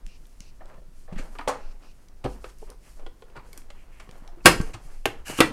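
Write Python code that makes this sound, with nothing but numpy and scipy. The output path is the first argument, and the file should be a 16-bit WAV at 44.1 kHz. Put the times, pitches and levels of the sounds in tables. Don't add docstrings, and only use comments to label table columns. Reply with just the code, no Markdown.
import sys
import numpy as np
from scipy import signal
from scipy.io import wavfile
from scipy.ndimage import map_coordinates

SR = 44100
rng = np.random.default_rng(int(sys.argv[2]) if len(sys.argv) > 2 else 0)


def transcribe(u):
    v = np.clip(np.atleast_2d(u).T, -1, 1)
    q = np.round(v * 32767).astype(np.int16)
    wavfile.write(sys.argv[1], SR, q)


def volts(x):
    e = np.asarray(x, float) / 20
    return 10 ** e


N = 243431
TIME = np.arange(N) / SR


def rms_one(x):
    return x / np.sqrt(np.mean(x ** 2) + 1e-20)


def band(x, low_hz, high_hz):
    limits = [low_hz, min(high_hz, .45 * SR)]
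    return signal.sosfilt(signal.butter(2, limits, "band", fs=SR, output="sos"), x)


def bank(level_of, per_octave=2):
    white = rng.standard_normal((2, N))
    edges = 45 * 2 ** np.arange(0, 8.6, 1 / per_octave)
    total = 0
    for k, (low, high) in enumerate(zip(edges, edges[1:])):
        total = total + band(white[k % 2], low, high) * level_of(np.sqrt(low * high))
    return total


def at_hz(points, hz):
    points = np.array(points)
    return np.interp(np.log(hz), np.log(points[:, 0]), points[:, 1])


def drift(rate):
    knots = rng.standard_normal(600)
    return map_coordinates(knots, [TIME * rate + 2], order=3)


def friction(per_s, spread_db):
    sizes = volts(spread_db * np.minimum(rng.exponential(1, N), 4)) * rng.standard_normal(N)
    return sizes * (rng.random(N) < per_s / SR)


def ring(push, hz, t60):
    radius = volts(-60 / (t60 * SR))
    angle = 2 * np.pi * hz / SR
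    return signal.lfilter([0, np.sin(angle)], [1, -2 * radius * np.cos(angle), radius ** 2], push + 1e-18)


def rattle(t60, rise_s):
    t = TIME[:SR // 2]
    return rng.standard_normal(len(t)) * volts(-60 * t / max(t60, .001)) * np.clip(t / rise_s, 0, 1)


def add(out, s, sound, peak_db):
    at = round(s * SR)
    out[at:at + len(sound)] += (volts(peak_db) * sound / np.abs(sound).max())[:N - at]


def add_edges(out, s, push, peak_db, clack_db, crack_db, top_hz=8700):
    add(out, s, band(band(push, 900, 3120), 740, 6600), peak_db + clack_db)
    add(out, s, band(push, 4600, top_hz), peak_db + crack_db)


def contacts(table, rise_s, hollow_db, crack_db, follows):
    out = np.zeros(N)
    for s, peak_db, hz, hard_db, t60 in table:
        push = rattle(t60, rise_s)
        add(out, s, band(push, hz / 1.89, hz * 1.525), peak_db - 4.0)
        add(out, s, ring(push, hz, 16 / hz), peak_db + hollow_db)
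        treble = push * volts(-60 * TIME[:SR // 2] / max(t60, .001))
        add_edges(out, s, treble, peak_db, hard_db + 4.0, crack_db + follows * hard_db)
    return out


def strokes(moves, rest_db, rise_s, fall_s):
    power = volts(rest_db) ** 2
    for s, length, db in moves:
        rising = (TIME - s) / rise_s + .5
        falling = (s + length - TIME) / fall_s + .5
        shape = np.clip(np.minimum(rising, falling), 0, 1)
        power = power + (volts(db) * np.sin(np.pi / 2 * shape) ** 2) ** 2
    return np.sqrt(power)


def leaning():
    # start_s, length_s, rumble_db
    leans = [
        (0.0, 0.077, -15),
        (1.06, 0.24, -28.5),
        (1.6, 0.24, -28.5),
        (2.34, 0.056, -33),
        (2.65, 0.11, -31),
        (2.98, 0.19, -32.5),
        (3.3, 0.33, -46),
        (4.46, 0.29, -26),
        (4.84, 0.2, -28),
        (5.18, 0.084, -30.5),
    ]
    shaking = rng.standard_normal(N)
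    rumble = volts(-6) * rms_one(band(band(band(shaking, 10, 21), 10, 24), 10, 30))
    hum = volts(-54) * rms_one(band(shaking, 27, 42)) * volts(1.2 * drift(3.2))
    return hum + rumble * strokes(leans, rest_db=-38, rise_s=0.077, fall_s=0.077)


def room_hiss():
    # pitch_hz, level_db
    colour = [(50, 7.5), (120, -3.5), (300, -8.5), (800, -18.5), (2000, -25), (5000, -31.5), (10000, -39),
              (15500, -33.5)]
    return volts(-58.5) * rms_one(bank(lambda hz: volts(at_hz(colour, hz))))


def sleeve_and_gloves():
    # start_s, length_s, level_db
    sleeve_moves = [(.6, 0.2, -60), (1.11, 0.22, -53), (1.24, 0.16, -66), (3.44, 0.18, -64),
                    (1.4, 0.26, -54), (1.62, 0.12, -60), (1.8, 0.086, -60.5), (2.25, 0.023, -39),
                    (2.33, 0.17, -59), (2.66, 0.09, -55.5), (2.84, 0.078, -64), (2.97, 0.099, -60.5),
                    (3.25, 0.83, -64), (3.99, 0.065, -54), (4.1, 0.55, -60), (4.47, 0.25, -49),
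                    (4.7, 0.28, -58.5), (5.1, 0.12, -53.5), (5.28, 0.065, -40), (5.4, 0.18, -45)]
    # start_s, length_s, rustle_db, drag_db (against the rustle)
    grips = [(.08, 0.49, -70.5, -8.5), (0.927, 0.14, -67.5, -8), (1.154, 0.29, -64.5, -22),
             (1.587, 0.46, -73, -2.5), (2.265, 0.11, -61.5, -12), (2.411, 0.14, -62, -17),
             (2.597, 0.079, -62.5, -4), (2.826, 0.11, -61.5, -4), (2.952, 0.045, -63, -18),
             (3.45, 0.18, -65, -5), (3.764, 0.097, -74, 9.5), (3.913, 0.175, -69, 6),
             (4.122, 0.13, -68.5, -3), (4.45, 0.26, -55.5, -2), (4.822, 0.2, -63, -6),
             (5.041, 0.15, -71, 9.5), (5.272, 0.21, -52, 3)]
    sleeve = rms_one(band(friction(4000, 2.2), 150, 1200)) * volts(3 * drift(30))
    drag = rms_one(band(band(friction(12000, 1.2), 1600, 3000), 1300, 3300)) * volts(1.5 * drift(30))
    rustle = rms_one(band(friction(20000, 1.2), 3900, 11000)) * volts(1.5 * drift(30))
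    drag_moves = [(s, length, db + rel_db) for s, length, db, rel_db in grips]
    rustle_moves = [(s, length, db) for s, length, db, _ in grips]
    return (sleeve * strokes(sleeve_moves, rest_db=-71.5, rise_s=0.04, fall_s=0.098)
            + drag * strokes(drag_moves, rest_db=-94, rise_s=0.085, fall_s=0.12)
            + rustle * strokes(rustle_moves, rest_db=-73.5, rise_s=0.085, fall_s=0.12))


def ticks():
    # start_s, peak_db, centre_hz, rattle_t60_s
    clicks = [(0.065, -32.5, 4600, 0.0054), (.0650, -46, 2710, .006), (0.255, -49.5, 2700, 0.0087),
              (.268, -51, 10000, .012), (0.4052, -28, 5400, 0.0022), (0.4054, -37.5, 2720, 0.011),
              (0.657, -47, 4100, 0.0071), (1.481, -22.5, 5200, 0.093), (2.085, -45.5, 3930, 0.011),
              (2.5857, -43, 9050, 0.0048), (2.702, -32.5, 6300, 0.0068), (3.365, -50, 4500, 0.037),
              (3.5307, -36.5, 3900, 0.0025), (3.53, -40.5, 9100, 0.025), (3.576, -31.5, 9400, 0.021),
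              (3.5754, -41.5, 1970, 0.042), (4.1116, -37, 4440, 0.0041), (4.18, -50, 10000, 0.017),
              (4.277, -38, 4140, 0.0046), (4.6136, -29.5, 5240, 0.027)]
    out = np.zeros(N)
    for s, peak_db, hz, t60 in clicks:
        add(out, s, band(rattle(t60, .0001), hz / 1.6, min(hz * 1.7, 12500)), peak_db)
    return out


def counter():
    # start_s, peak_db, pitch_hz, t60_s
    swings = [(0.066, -45, 190, 0.041), (0.404, -39.5, 199, 0.033), (1.122, -28.5, 179, 0.09),
              (1.162, -29.5, 204, 0.052), (1.195, -31, 263, 0.039), (1.14, -23, 20.65, 1),
              (2.245, -24.5, 127, 0.12), (2.256, -31, 45.8, 0.81), (3.372, -42, 141, 0.11),
              (3.578, -43, 288, .04), (.78, -46.5, 165, .07), (.88, -48.5, 155, 0.075),
              (1.239, -48, 176, .15), (1.289, -47, 216, 0.12), (4.329, -52, 350, .15),
              (4.372, -46, 345, .2), (4.089, -38, 170, 0.019), (4.221, -40.5, 245.6, 0.021),
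              (4.467, -16.5, 169.2, 0.18), (4.47, -28.5, 36, .7), (4.462, -30.5, 85, .3),
              (4.76, -49, 299.4, .1), (5.2, -40, 60.26, .3), (4.6, -12.5, 170, 0.024),
              (4.6, -28, 111, 0.11), (4.74, -34, 109.7, 0.14), (4.849, -42.5, 137, 0.076),
              (5.079, -34.5, 107.6, 0.11), (5.289, -38, 135, 0.26), (5.407, -36, 160, 0.089)]
    out = np.zeros(N)
    for s, db, hz, t60 in swings:
        push = np.sin(np.pi * np.clip(TIME[:SR] * hz / 0.64, 0, 1)) ** 2
        add(out, s, ring(push, hz, t60), db)
    return out


def rubs():
    # start_s, stop_s, hum_db, hiss_db
    slides = [
        (0.074, 0.183, -63, -65.5),
        (0.41, 0.516, -67, -64),
        (1.6, 1.737, -68.5, -66),
        (1.822, 1.931, -66.5, -66.5),
        (2.3, 2.36, -68, -66),
    ]
    slips = friction(15000, 1.2)
    hum = rms_one(band(slips, 2650 / 1.1, 2650 * 1.1))
    hiss = rms_one(band(slips, 4700 / 1.25, 4700 * 1.25))
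    out = np.zeros(N)
    for start, stop, hum_db, hiss_db in slides:
        gate = np.clip(np.minimum((TIME - start) / .004, (stop - TIME) / .015), 0, 1)
        out += gate * (volts(hum_db) * hum + volts(hiss_db) * hiss)
    return out


def finger_taps():
    # start_s, peak_db, knock_hz, hardness_db, rattle_t60_s
    touches = [(2.442, -30.5, 550, -8.5, 0.063), (3.063, -34.5, 500, -7, 0.075),
               (3.221, -41, 520, -6, 0.078), (3.299, -46, 470, -14, 0.05), (3.617, -51, 374, -1.5, 0.037),
               (3.702, -46.5, 570, 5, 0.07), (3.998, -45.5, 660, 4.5, 0.12), (5.418, -21, 1700, -16, 0.15),
               (4.09, -40, 543, -5, 0.058), (2.446, -38, 1330, -26, 0.099), (0.6, -55, 1790, -27, .07),
               (1.158, -42, 2000, -29, .15), (1.18, -38.5, 600, -30, 0.3), (1.393, -37, 315, -30, 0.056),
               (3.356, -38.5, 413, -30, .12), (1.352, -39, 430, -32, 0.052)]
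    return contacts(touches, rise_s=0.0011, hollow_db=-6.5, crack_db=-5.5, follows=1.62)


def soft_bumps():
    # start_s, peak_db, knock_hz, hardness_db, rattle_t60_s
    bumps = [(.607, -40, 700, -43, 0.065), (.648, -55, 580, -27, .06), (.695, -47, 656, -32, 0.056),
             (.74, -56, 566, -5, 0.041), (.777, -49.5, 650, -27, 0.06), (.818, -52, 574, -28, 0.053),
             (1.077, -42.5, 716, -31, 0.14), (1.125, -42, 370, -11, 0.058), (1.171, -38, 1880, -37, 0.14),
             (1.177, -54.5, 1750, 12.5, 0.24), (2.488, -53.5, 1310, 0.5, 0.093),
             (2.616, -43, 440, -18, 0.05), (2.64, -57, 910, -23, 0.029), (2.689, -41, 510, -20, 0.063),
             (2.993, -44, 615, -12.5, 0.046), (3.029, -47, 464, -26, 0.024), (3.351, -38, 1010, -26, 0.14),
             (3.372, -38, 1280, -16, 0.023), (3.391, -45, 1240, -33, 0.041), (4.285, -47, 824, -28, 0.034),
             (4.733, -40.5, 832, -2, 0.091), (4.738, -36.5, 1230, -8.5, 0.065)]
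    return contacts(bumps, rise_s=0.015, hollow_db=-3.0, crack_db=1.5, follows=1.0)


def panel_notes():
    # start_s, peak_db, pitch_hz, t60_s
    finger_notes = [(.607, -50, 650, .05), (.608, -48.5, 1800, .03), (.652, -51, 560, .08),
                    (.696, -49, 620, .08), (.698, -55, 1850, .04), (.738, -54, 540, .06),
                    (.779, -54, 610, .08), (.779, -59, 1800, .04), (.818, -53, 560, .06),
                    (1.079, -51.5, 1760, 0.036), (1.476, -15.5, 910, 0.017), (1.495, -24, 1055, .08),
                    (1.124, -43, 616, .05), (1.21, -49, 613, .06), (1.225, -52, 1650, .06),
                    (1.41, -41, 1250, .12), (2.443, -36, 1250, 0.033), (2.452, -45, 1490, 0.036),
                    (2.444, -43, 644, 0.044), (2.474, -53, 1290, .08), (2.627, -41.5, 864, .03),
                    (2.626, -37, 443, .06), (3.064, -43, 1043, .06), (3.064, -46, 1440, .05),
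                    (3.064, -40.5, 3340, 0.018), (3.222, -48, 1050, .06), (3.222, -52, 1450, .05),
                    (3.365, -43, 1436, .06), (3.358, -51, 890, 0.035), (3.487, -48, 480, .04),
                    (3.531, -47.5, 2230, .04), (3.533, -51, 424, 0.061), (3.578, -54, 1500, .04),
                    (3.655, -54, 450, .05), (3.703, -50, 550, .04), (3.838, -54, 640, .04),
                    (4.074, -48, 1100, .02), (4.074, -47, 300, 0.028), (4.284, -48, 800, 0.082),
                    (4.298, -53, 704, .05), (1.49, -28.5, 499, 0.14), (1.478, -28, 2040, .03),
                    (1.48, -36, 278, 0.22), (1.478, -26, 1147, 0.047), (1.392, -34, 1850, 0.034),
                    (1.394, -40, 2390, .03), (3.369, -48, 4500, .012), (3.392, -53, 4500, .012),
                    (3.576, -41, 5700, .008), (3.224, -48.5, 450, 0.12), (4.408, -56, 2600, .04),
                    (4.443, -45, 4500, 0.01)]
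    # start_s, peak_db, pitch_hz, t60_s
    lid_notes = [(4.452, -19, 250, 0.033), (4.459, -9, 320, 0.14), (4.4603, -8, 1570, .06),
                 (4.46, -10.5, 1867, .07), (4.475, -15, 940, 0.076), (4.468, -16, 1130, .05),
                 (4.478, -20, 2146, .07), (4.46, -11, 2650, .06), (4.46, -13, 2866, 0.051),
                 (4.458, -3, 5100, 0.015), (4.471, -20, 5163, 0.049), (4.513, -21, 2100, .02),
                 (4.612, -36, 1400, .03), (4.612, -38, 1080, .03), (4.695, -41, 500, .03),
                 (4.75, -42, 330, 0.047), (4.461, -18, 440, .12), (4.463, -18.5, 587.4, 0.11),
                 (4.53, -32, 432, 0.23), (4.63, -41, 450, 0.23), (5.056, -19.5, 795, 0.038),
                 (5.056, -24, 401, 0.042), (5.405, -14.5, 3100, .03), (4.46, -12, 2300, 0.098),
                 (4.464, -12.5, 3180, 0.03), (4.462, -13.5, 509, .1), (4.462, -16, 791, .1),
                 (4.461, -21, 4270, .08), (5.056, -20.5, 662, .06), (5.0556, -11, 2800, 0.01),
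                 (5.0551, -16, 1050, 0.018), (5.058, -22, 450, 0.084), (5.058, -26.5, 1570, 0.064),
                 (5.27, -37, 1670, .05), (5.299, -27.5, 396, 0.027), (5.405, -18.5, 1545, 0.11),
                 (5.405, -15, 1650, .03), (5.408, -26, 2358, 0.13), (5.064, -30, 530, 0.051),
                 (5.388, -23, 2870, .03), (5.405, -13.5, 328.3, 0.144), (5.405, -18.5, 930, 0.11),
                 (5.405, -22.5, 732, 0.13), (5.406, -20.5, 1943, 0.14)]
    out = np.zeros(N)
    t = TIME[:SR // 2]
    for s, db, hz, t60 in finger_notes + lid_notes:
        swell = np.sin(np.pi * np.clip(t * hz, 0, 1)) ** 2
        add(out, s, ring(swell * np.cos(2 * np.pi * hz * t), hz, t60), db)
    return out


def chatter():
    # start_s, peak_db, knock_hz, hardness_db, rattle_t60_s
    loose_parts = [(1.13, -45, 750, -20, .5), (1.21, -43, 900, -20, .4), (1.49, -29, 1190, -25, .32),
                   (2.25, -31, 910, -20, .14), (2.46, -47, 1300, -23, .16), (4.277, -53.5, 2500, 4.5, 0.01),
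                   (4.464, -6, 2400, -7, .12), (4.476, -12, 1500, -11, 0.23), (4.74, -42, 418, -12.5, .08),
                   (5.057, -18, 1300, -7.5, .07), (5.407, -10, 1490, -8, .1), (5.41, -14.5, 900, -14, .2),
                   (2.7, -47, 700, -12, .12), (3.36, -44, 1500, -10, .12), (3.02, -52, 400, -10, 0.065),
                   (4.52, -29.5, 1400, -10, 0.36), (5.43, -23, 1700, -12, .2)]
    return contacts(loose_parts, rise_s=0.004, hollow_db=-16.0, crack_db=-8.0, follows=1.3)


def base_knocks():
    # start_s, peak_db, knock_hz, hardness_db, rattle_t60_s
    knocks = [
        (1.352, -37, 1230, -38, 0.063),
        (1.386, -28.5, 990, -9, 0.055),
        (1.393, -24, 1006, -27, 0.051),
        (1.41, -30, 1250, -32, 0.06),
        (1.4755, -15.5, 640, -10.5, 0.1),
        (1.483, -18, 860, -39, 0.26),
        (2.241, -25, 490, -11, 0.15),
        (2.249, -20, 393, -20, 0.072),
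        (2.26, -16, 594, -30, 0.02),
    ]
    return contacts(knocks, rise_s=0.00062, hollow_db=-8.5, crack_db=-6.0, follows=0.96)


def squeak():
    # time_s, pitch_hz, level_db
    glide = [
        (2.298, 13430, -95),
        (2.329, 13800, -78),
        (2.361, 14000, -78),
        (2.39, 14600, -71),
        (2.42, 13700, -87),
    ]
    s, hz, level_db = np.transpose(glide)
    phase = 2 * np.pi * np.cumsum(np.interp(TIME, s, hz)) / SR
    return volts(np.interp(TIME, s, level_db, left=-150, right=-150)) * np.sin(phase)


def blows():
    # start_s, peak_db, bowl_ring_db, crack_db, rattle_t60_s
    hits = [
        (4.449, -31, -2, -8, 0.1),
        (4.4525, -20, -1, -12, 0.04),
        (4.4571, 8.5, -10, -9, 0.078),
        (4.6, -34, 13, -20.5, .05),
        (5.0556, -8.5, -15, -10.5, 0.031),
        (5.299, -31, 2, -14.5, .04),
        (5.389, -15, -1, -21.5, 0.023),
        (5.404, 3.5, -8.5, -11.5, 0.038),
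    ]
    # pitch_hz, level_db, t60_s
    bowl_modes = [(321, 1, 0.094), (450, -5, 0.048), (509, -13, 0.1), (670, -18.5, 0.035),
                  (780, -10.5, 0.036), (890, -13, .07), (1124, -5.5, .08), (1300, -12.5, 0.062),
                  (1580, -12, 0.13), (1866, -9.5, 0.14), (2120, -10, 0.072), (2380, -15.5, .08)]
    out = np.zeros(N)
    for s, peak_db, ring_db, crack_db, t60 in hits:
        push = rattle(t60, .0005)
        touch = np.exp(-TIME[:SR // 2] / .00015)
        bowl = 0
        for hz, db, ringing in bowl_modes:
            bowl = bowl + volts(db + rng.normal(0, 2)) * ring(touch, hz, ringing)
        add(out, s, band(band(rattle(t60, 0.0024), 310, 525), 200, 700), peak_db - 14)
        add(out, s, band(push + 0.89 * touch, 640, 1587), peak_db - 8)
        add(out, s, bowl, peak_db + ring_db)
        add_edges(out, s, push, peak_db, -3.5, crack_db + 0.5, top_hz=11380)
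    return out


def blade():
    # pitch_hz, level_db, t60_s
    blade_modes = [(5200, -3, .08), (6300, -6, .6), (6444, -3, .12), (7547, -5, .15), (8759, 0, .06),
                   (9275, -8, .3), (9450, -3, .17)]
    click = volts(-49.5) * (np.arange(N) == round(4.613 * SR))
    return sum(volts(db) * ring(click, hz, t60) for hz, db, t60 in blade_modes)


def lid_drag():
    # time_s, level_db
    path = [
        (5.251, -59),
        (5.263, -42),
        (5.299, -36),
        (5.331, -45),
        (5.365, -44.5),
        (5.386, -31.5),
        (5.403, -38.5),
    ]
    # pitch_hz, width_hz, level_db
    rim_modes = [(1680, 130, -5), (2950, 170, 0), (7500, 2500, -9)]
    slips = friction(12000, 2.0)
    tone = volts(2) * rms_one(band(band(slips, 400, 12000), 200, 12000))
    for hz, width_hz, db in rim_modes:
        tone += volts(db) * rms_one(ring(slips, hz, np.log(9) / width_hz))
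    s, level_db = np.transpose(path)
    return rms_one(tone) * volts(np.interp(TIME, s, level_db, left=-150, right=-150))


def kitchen(x, gap_s=0.00022):
    # pitch_hz, t60_s
    echo_times = [(150, 0.61), (400, 0.27), (1000, 0.26), (2500, 0.24), (6000, 0.28), (13000, 0.19)]
    echoes = bank(lambda hz: volts(-60 * TIME / at_hz(echo_times, hz)))[:SR]
    echoes = echoes * np.clip(TIME[:SR] / gap_s - 1, 0, 1)
    return signal.fftconvolve(x, echoes / np.sqrt(np.sum(echoes ** 2)))[:N]


def counter_reflection(x):
    return x - 0.35 * band(x, 3740 - 860 / 2, 3740 + 860 / 2)


def scene():
    near = ticks()
    fingers = finger_taps() + base_knocks() + soft_bumps()
    lid = panel_notes() + blows() + blade() + lid_drag()
    echoes = kitchen(volts(-8.5) * near + volts(-9.0) * fingers + volts(-10.5) * lid)
    hands = leaning() + sleeve_and_gloves()
    close = counter_reflection(near + fingers + lid + hands + echoes)
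    other = counter() + squeak() + room_hiss() + rubs() + chatter()
    return (close + other)[None]


def top_cut(x):
    return signal.sosfilt(signal.butter(12, 15750, fs=SR, output="sos"), x)


def record(dry):
    overloaded = dry / (1 + np.abs(dry / 0.95) ** 16) ** (1 / 16)
    return top_cut(overloaded)


dry = scene()
out = record(dry)
transcribe(out)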